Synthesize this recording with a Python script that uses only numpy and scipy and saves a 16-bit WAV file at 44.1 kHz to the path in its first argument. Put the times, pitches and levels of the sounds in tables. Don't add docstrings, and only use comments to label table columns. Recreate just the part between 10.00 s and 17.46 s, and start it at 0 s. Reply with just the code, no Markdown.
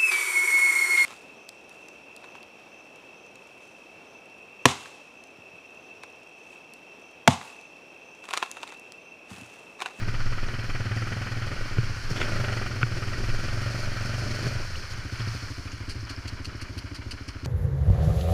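import sys
import numpy as np
from scipy import signal
from scipy.fft import rfft, irfft
from scipy.io import wavfile
from scipy.ndimage import uniform_filter1d

SR = 44100
rng = np.random.default_rng(int(sys.argv[2]) if len(sys.argv) > 2 else 0)


def master_out(mix):
    frames = np.transpose(np.atleast_2d(mix))
    ceiling = np.clip(frames, -1, 1)
    pcm = np.round(ceiling * 32767).astype(np.int16)
    wavfile.write(sys.argv[1], SR, pcm)


N = 328986
TIME = np.arange(N) / SR

# t/s, firings per second
FIRING_RATE = [(0.0, 16.8), (0.25, 16.33), (0.45, 19.26), (0.9, 18.12), (1.18, 21.05), (1.35, 18.95),
               (1.6, 22.19), (1.7, 17.23), (2.06, 13.53), (2.25, 26.98), (2.77, 19.3), (3.3, 18.47),
               (3.4, 21.38), (3.85, 24.09), (3.95, 21.16), (4.04, 23.25), (4.5, 24.7), (4.78, 14.29),
               (5.44, 12.89), (5.67, 13.36), (7.15, 13.73), (7.46, 13.21)]
# t/s, load (0-1)
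ENGINE_LOAD = [(0, 0.89), (.6, 0.8), (1.0, 1), (1.5, 0.82), (2.0, 0.79), (2.22, 0.91), (2.6, 0.98),
               (2.78, 0.84), (3.4, 0.92), (4.45, 0.89), (4.7, 0.59), (5.1, 0.5), (5.27, 0.82), (5.55, 0.33),
               (7.46, 0)]
# middle t/s, length/s, level/dB
THROTTLE_SHUT = [(2.0, 0.17, -7.5), (4.794, 0.38, -26)]
# middle t/s, length/s, level/dB
HARD_PULLS = [(2.42, 0.43, 3.5)]
PULL_SHARE = 0.35
IDLE_PER_S = 13.5



def exhaust(turns):
    # f/Hz, level/dB
    loaded_pipe, idle_pipe = [(20, -36), (45, -2), (62, -32), (85, -2.5), (102, 2), (114, 8), (126, -0.5),
                              (150, -15), (205, -18), (250, -45), (400, -26), (900, -63.5)], [(20, -109), (40, -8), (58, 0.5), (85, -0.5), (108, 2),
                                            (130, -15.5), (170, -33), (250, -18.5), (400, -76), (900, -52)]
    loaded_silencer, idle_silencer = [(60, -9), (150, 0), (195, 2), (225, 12.5), (265, -1.5), (330, 0.5),
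                                      (390, 3), (450, -18), (600, -18), (1500, -47.5)], [(60, -44), (150, -42), (205, -1.5),
                                                               (265, 6.5), (300, 8.5), (335, -0.5),
                                                               (385, -5), (430, -37), (600, -53),
                                                               (1500, -62)]
    boom_law, growl_law = (-43, 9.75, -0.6), (-46.5, 4.5, 0.39)
    # middle t/s, length/s, level/dB
    boom_swells = [(.95, 0.38, 3.5), (1.65, 0.18, -3.5), (2.4, 0.26, 3.5), (3.63, 0.11, 3.5),
                   (4.13, 0.1, 3)]

    load = np.clip(curve(ENGINE_LOAD), 0, 1)
    blows = strokes(turns, at=0.265, uneven_db=1.15)
    blows = blows + 0.38 * np.sqrt(load) * puffs(blows, rise=0.004, decay=0.05)
    boom = sounded(blows * load, resonator(loaded_pipe))
    thud = sounded(blows * (1 - load), resonator(idle_pipe))
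    pipe = -(boom + amp(4.0) * thud) * effort(boom_law) * swells(boom_swells)
    pipe = pipe * swells(THROTTLE_SHUT) ** 0.23
    pipe = pipe * amp(1.0 * load * drift(hz=4.4))

    firing = strokes(turns, at=0.29, uneven_db=0.5)
    turbulence = 0.38 * puffs(firing, rise=0.002, decay=0.022)
    gas = turbulence - echoed(firing, delay=0.01138, gain=0.49)
    growl = sounded(gas * load, resonator(loaded_silencer))
    putter = sounded(gas * (1 - load), resonator(idle_silencer))
    bark = (amp(-1.5) * growl + amp(-1.0) * putter) * effort(growl_law)
    return pipe + bark * swells(THROTTLE_SHUT) * swells(HARD_PULLS) ** PULL_SHARE


def intake(turns):
    # f/Hz, level/dB
    throat, airbox = [(150, -32), (215, -20), (300, -20), (390, -6.5), (460, 2), (545, 10), (610, -7.5),
                      (700, -11), (850, -4), (1200, -13), (2500, -77)], [(300, -36), (480, -16), (545, 0), (580, 4), (615, -1.5), (670, -5.5),
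                                      (760, -8.5), (1500, -61.5)]
    intake_law = (-57, 3.8, 9.9)
    second_gulp = 0.36

    revs = curve(FIRING_RATE) / 23
    load = np.clip(curve(ENGINE_LOAD), 0, 1)
    drone_share = np.clip(0.6 * revs ** 5, 0, 0.65)
    gulps = strokes(turns, at=0.32, uneven_db=-0.3)
    rush = 0.3 * puffs(gulps, rise=0.001, decay=0.006)
    air = echoed(gulps, delay=second_gulp / curve(FIRING_RATE), gain=0.5 * revs ** 3) + rush
    bark = sounded(air, resonator(throat)) * np.sqrt(1 - drone_share) * (0.34 + 0.5 * load)
    drone = sounded(air, resonator(airbox)) * np.sqrt(drone_share)
    return (amp(-1.0) * bark + drone) * effort(intake_law)


def clatter(turns, ring_s=0.0087, size=2500):
    # t/s, share (0-1)
    beat_share = [(0, 0.44), (1.3, 0.45), (1.85, 0), (2.5, 0.47), (3.1, 0.36), (4.6, 0.01)]
    # f/Hz, level/dB
    case_spectrum, churn_spectrum, whirr_spectrum = [(410, -29), (700, -6), (1070, -9.5), (1230, 1.5),
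                                                     (1450, 2.5), (1670, -6), (1930, 3.5), (2140, -8),
                                                     (2370, -3), (2800, -9), (3030, -5), (3690, -21),
                                                     (4000, -44.5), (5200, -55), (8800, -120)], [(410, -36), (700, -8), (958, -8.5),
                                                                   (1490, 5), (1750, -1.5), (1870, 1.5),
                                                                   (2060, -4), (2380, 0), (2700, -6.5),
                                                                   (3190, -7), (3610, -21), (4000, -13),
                                                                   (5200, -28), (8800, -120)], [(410, -13), (700, -6.5),
                                                                                  (737, -13.5), (993, -2.5),
                                                                                  (1140, -3.5), (1460, 1.5),
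                                                                                  (1930, -5), (2300, -1.5),
                                                                                  (2700, -9.5), (2900, -5),
                                                                                  (3380, -13.5),
                                                                                  (3770, -24),
                                                                                  (4000, -11.5),
                                                                                  (5200, -13), (8800, -120)]
    clatter_law = (-49.5, 10.2, 1.92)

    beats = np.clip(curve(beat_share), 0, 1)
    load = np.clip(curve(ENGINE_LOAD), 0, 1)
    blows = strokes(turns, at=0.37, uneven_db=1.07)
    case = rng.standard_normal(size) * np.exp(-TIME[:size] / ring_s)
    rattle = colour(0.5 * sounded(blows, case) + puffs(blows, rise=0.004, decay=0.0094), case_spectrum)
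    splashing = noise() + 0.36 * drops(per_s=700, spread_db=2.5)
    churn = colour(splashing * amp(0.78 * drift(hz=25)), churn_spectrum)
    whirr = colour(noise() * amp(2.3 * drift(hz=44.5)), whirr_spectrum)
    steady = amp(0.48) * np.sqrt(load) * churn + amp(0.96) * np.sqrt(1 - load) * whirr
    return (amp(0.2) * np.sqrt(beats) * rattle + np.sqrt(1 - beats) * steady) * effort(clatter_law)


def coasting(turns):
    full_db, full_fall = -33, 1.9
    hum_order = 5
    fall = -np.gradient(np.log2(curve(FIRING_RATE))) * SR
    falling = np.clip(fall / full_fall, 0, 1)
    shut = abs(1 - swells(THROTTLE_SHUT))
    loudness = uniform_filter1d(np.sqrt(falling * shut), size=2000)
    return amp(full_db) * loudness * np.sin(2 * np.pi * hum_order * turns)


def water(turns, count=24):
    # f/Hz, level/dB
    spray_spectrum, slosh_spectrum = [(2120, -38), (3600, -10), (3750, -15), (4340, -0.5), (4920, -3.5),
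                                      (5280, -2), (7990, -19.5), (9620, -18.5), (10800, -24.5),
                                      (14500, -29), (15100, -32)], [(50, -34), (80, 9.5), (160, 3.5), (250, -2.5),
                                                     (400, -1.5), (480, -10), (600, -8.5), (850, -19),
                                                     (1200, -28)]
    spray_law, slosh_law = (-48.5, 1.56, 1.23), (-49.5, 3.9, 7.2)
    # t/s, level/dB
    wake = [(0, -2), (1.7, -.5), (2.25, 3), (2.7, 0.5), (4.4, 3.5), (5.05, -0.5), (5.35, 3), (5.8, -2.5),
            (7.46, -6)]
    # middle t/s, length/s, level/dB
    surges = [(.1, 0.24, 4), (2.35, 0.62, 2), (3.05, 0.78, 4), (4.35, 0.37, 3)]

    pitches = np.geomspace(2800, 12000, count)
    patter = unit(sum(sounded(drops(per_s=22, spread_db=2.5), droplet(hz)) for hz in pitches))
    shakes = strokes(turns, at=0.17, uneven_db=2.5)
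    pulses = np.sqrt(abs(curve(ENGINE_LOAD))) * puffs(shakes, rise=0.0063, decay=0.033)
    fizz = noise() + 0.23 * patter + 0.7 * pulses
    spray = colour(fizz * amp(0.52 * drift(hz=25)), spray_spectrum) * effort(spray_law) * amp(curve(wake))
    slosh = colour(noise() * amp(2.4 * drift(hz=19)), slosh_spectrum) * effort(slosh_law) * swells(surges)
    return spray + slosh


def slaps_and_cracks():
    # t/s, level/dB before the 3 dB lift below, length/s
    hits = [(1.781, -38, 0.0032), (2.156, -36.5, 0.041), (2.2, -30, 0.012), (2.212, -23, 0.006),
            (2.226, -29, 0.011), (2.4, -43, 0.0034), (2.443, -30, 0.0063), (4.466, -31, .004),
            (5.197, -39, 0.013)]
    # f/Hz, level/dB
    hit_spectrum = [(300, 9), (700, -3), (1400, 2.5), (2000, 2), (2900, -1.5), (3500, -3), (4500, -30),
                    (7000, -16), (15000, -56)]
    return amp(3.0) * bursts(hits, hit_spectrum, grit_db=4, vary_db=1.5)


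def drips():
    # t/s, starting pitch f/Hz, level/dB
    landings = [(4.756, 2780, -30.5), (4.934, 6500, -42), (5.719, 6470, -40), (6.051, 5060, -36.5),
                (6.163, 5100, -35.5)]
    out = np.zeros(N)
    for s, hz, db in landings:
        drop = amp(db) * droplet(hz)
        at = round(s * SR)
        out[at:at + len(drop)] += drop
    return out


def knocks():
    # t/s, thump level/dB, tick level/dB
    hits = [(0.083, -18, -36), (1.783, -7.5, -14.5), (2.11, -13.5, -40), (2.216, -32, -6.5),
            (2.444, -43, -13), (2.83, -9.5, 0.5), (3.283, -19, -31), (4.216, -34, -37), (4.466, -13.5, -19),
            (5.2, -28, -35)]
    # t/s, level/dB
    bumps = [(5.206, -21), (5.971, -26.5)]
    # f/Hz, level/dB, time to fall by 60 dB/s
    thump_modes, tick_modes, body_modes = [(120, 0, .085), (152, -20, .05), (350, -10, .03),
                                           (410, -10, .03), (900, -19, .012)], [(1340, -12.5, 0.0092), (1446, -9, 0.019),
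                                                          (2306, -20.5, 0.022), (2490, -2, 0.0049)], [(107.2, 0, 0.52)]

    s, thump_db, tick_db = np.transpose(hits)
    thumps = struck(s, thump_db, ring(thump_modes, rise=0.004))
    ticks = struck(s, tick_db, ring(tick_modes, rise=0.00096))
    hum = struck(*np.transpose(bumps), ring(body_modes, rise=0.023, size=20000))
    return thumps + ticks + hum


def chuffs():
    # t/s, level/dB before the 1 dB lift below, length/s
    chuff_times = [(5.715, -48, 0.023), (5.888, -41.5, 0.032), (6.092, -39.5, .02), (6.274, -37, 0.014),
                   (6.444, -38, 0.016), (6.611, -39, 0.014), (6.777, -37.5, 0.013), (6.944, -40.5, 0.02),
                   (7.107, -37.5, 0.016), (7.278, -42, 0.018), (7.445, -39, 0.014)]
    # f/Hz, level/dB
    chuff_spectrum = [(600, -30), (1200, -8.5), (2200, -5.5), (2900, 2), (3600, -14.5), (4400, 5),
                      (5300, -1.5), (7500, -14.5), (9500, -14), (12000, -24.5), (15000, -33)]
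    return amp(1.0) * bursts(chuff_times, chuff_spectrum, grit_db=3.4, vary_db=1.8, rise=0.003)


def buffeting():
    # f/Hz, level/dB
    wind_spectrum = [(5, -13.5), (14, 11), (22, 3.5), (32, -22), (48, -3), (70, -52), (140, -46),
                     (400, -83)]
    # t/s, level/dB
    strength = [(0, -29.5), (.28, -21), (1.0, -40.5), (1.8, -29), (2.7, -34.5), (3.2, -26), (3.55, -33),
                (4.4, -33), (5.8, -42.5), (7.46, -47.5)]
    return colour(noise(), wind_spectrum) * amp(curve(strength) + 0.57 * drift(hz=9.8))


def strokes(turns, at, uneven_db):
    fired = np.diff(np.floor(turns - at), prepend=np.floor(turns[0] - at))
    return fired * np.sqrt(SR / curve(FIRING_RATE)) * amp(uneven_db * noise())


def puffs(clicks, rise, decay, size=4000):
    t = TIME[:size]
    shape = ((1 - np.exp(-t / rise)) * np.exp(-t / decay)) ** 2
    power = abs(signal.oaconvolve(clicks ** 2, shape / shape.sum())[:N])
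    return np.sqrt(power) * noise()


def effort(law):
    idle_db, load_db, octave_db = law
    octaves = np.log2(curve(FIRING_RATE) / IDLE_PER_S)
    return amp(idle_db + load_db * curve(ENGINE_LOAD) + octave_db * octaves)


def swells(events):
    return amp(sum(db * np.exp(-(2 * (TIME - s) / length) ** 4) for s, length, db in events))


def resonator(spectrum, size=16384):
    hz, db = np.transpose(spectrum)
    f = abs(np.fft.fftfreq(size, 1 / SR))
    gain = amp(np.interp(np.log(f + 1), np.log(hz + 1), db)) / np.maximum(f / hz[-1], 1) ** 2
    response = np.fft.ifft(np.exp(np.conj(signal.hilbert(np.log(gain))))).real
    return response[:size // 2]


def sounded(drive, response):
    return signal.oaconvolve(drive, response / np.linalg.norm(response))[:N]


def echoed(x, delay, gain):
    return (x + gain * np.interp(TIME - delay, TIME, x, left=0)) / np.sqrt(1 + gain ** 2)


def ring(modes, rise=0.001, size=11000):
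    t = TIME[:size]
    tones = sum(amp(db - 60 * t / t60) * np.sin(2 * np.pi * hz * t) for hz, db, t60 in modes)
    return tones * (1 - np.exp(-t / rise))


def struck(s, db, response):
    blows = np.zeros(N)
    blows[np.round(s * SR).astype(int)] = amp(db)
    return signal.oaconvolve(blows, response)[:N]


def bursts(events, spectrum, grit_db, vary_db, rise=0.0024, size=6000):
    hz, spectrum_db = np.transpose(spectrum)
    t = TIME[:size]
    out = np.zeros(N + size)
    for s, db, length in events:
        grit = unit(uniform_filter1d(rng.standard_normal(size), 60))
        grains = rng.standard_normal(size) * amp(grit_db * grit)
        varied_db = spectrum_db + vary_db * rng.standard_normal(len(hz))
        body = resonator(np.c_[hz, varied_db], size=1024)
        envelope = (1 - np.exp(-t / rise)) * np.exp(-(t / length) ** 2 / 2)
        at = round(s * SR)
        out[at:at + size] += amp(db) * envelope * unit(signal.oaconvolve(grains, body)[:size])
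    return out[:N]


def drops(per_s, spread_db):
    sizes = amp(spread_db * np.minimum(rng.exponential(1, N), 3))
    return unit((rng.random(N) < per_s / SR) * noise() * sizes)


def droplet(hz, life=0.00097, size=600):
    t = TIME[:size]
    return t / life * np.exp(1 - t / life) * np.sin(2 * np.pi * hz * t * (1 + 9 * t))


def colour(x, spectrum):
    hz, db = np.transpose(spectrum)
    f = np.fft.rfftfreq(N, 1 / SR)
    gain = amp(np.interp(np.log(f + 1), np.log(hz + 1), db, right=-100))
    return unit(irfft(rfft(x) * gain, N))


def noise():
    return rng.standard_normal(N)


def drift(hz):
    f = np.fft.rfftfreq(N, 1 / SR)
    return unit(irfft(rfft(noise()) / (1 + (f / hz) ** 4), N))


def curve(rows):
    return np.interp(TIME, *np.transpose(rows))


def amp(db):
    return 10 ** (np.asarray(db) / 20)


def unit(x):
    return x / np.sqrt(np.mean(x ** 2) + 1e-20)


def scene():
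    turns = np.cumsum(curve(FIRING_RATE)) / SR
    pull = swells(HARD_PULLS)
    engine = exhaust(turns) + intake(turns) * pull + clatter(turns) * pull ** PULL_SHARE + coasting(turns)
    puddle = water(turns) + drips() + slaps_and_cracks()
    return (engine + puddle + chuffs() + buffeting() + knocks())[None]


def record(dry):
    edge_hz = 15250
    lowpass = signal.firwin(511, edge_hz, window=("kaiser", 9), fs=SR)
    return signal.oaconvolve(dry, lowpass[None], "same")


dry = scene()
out = record(dry)
master_out(out)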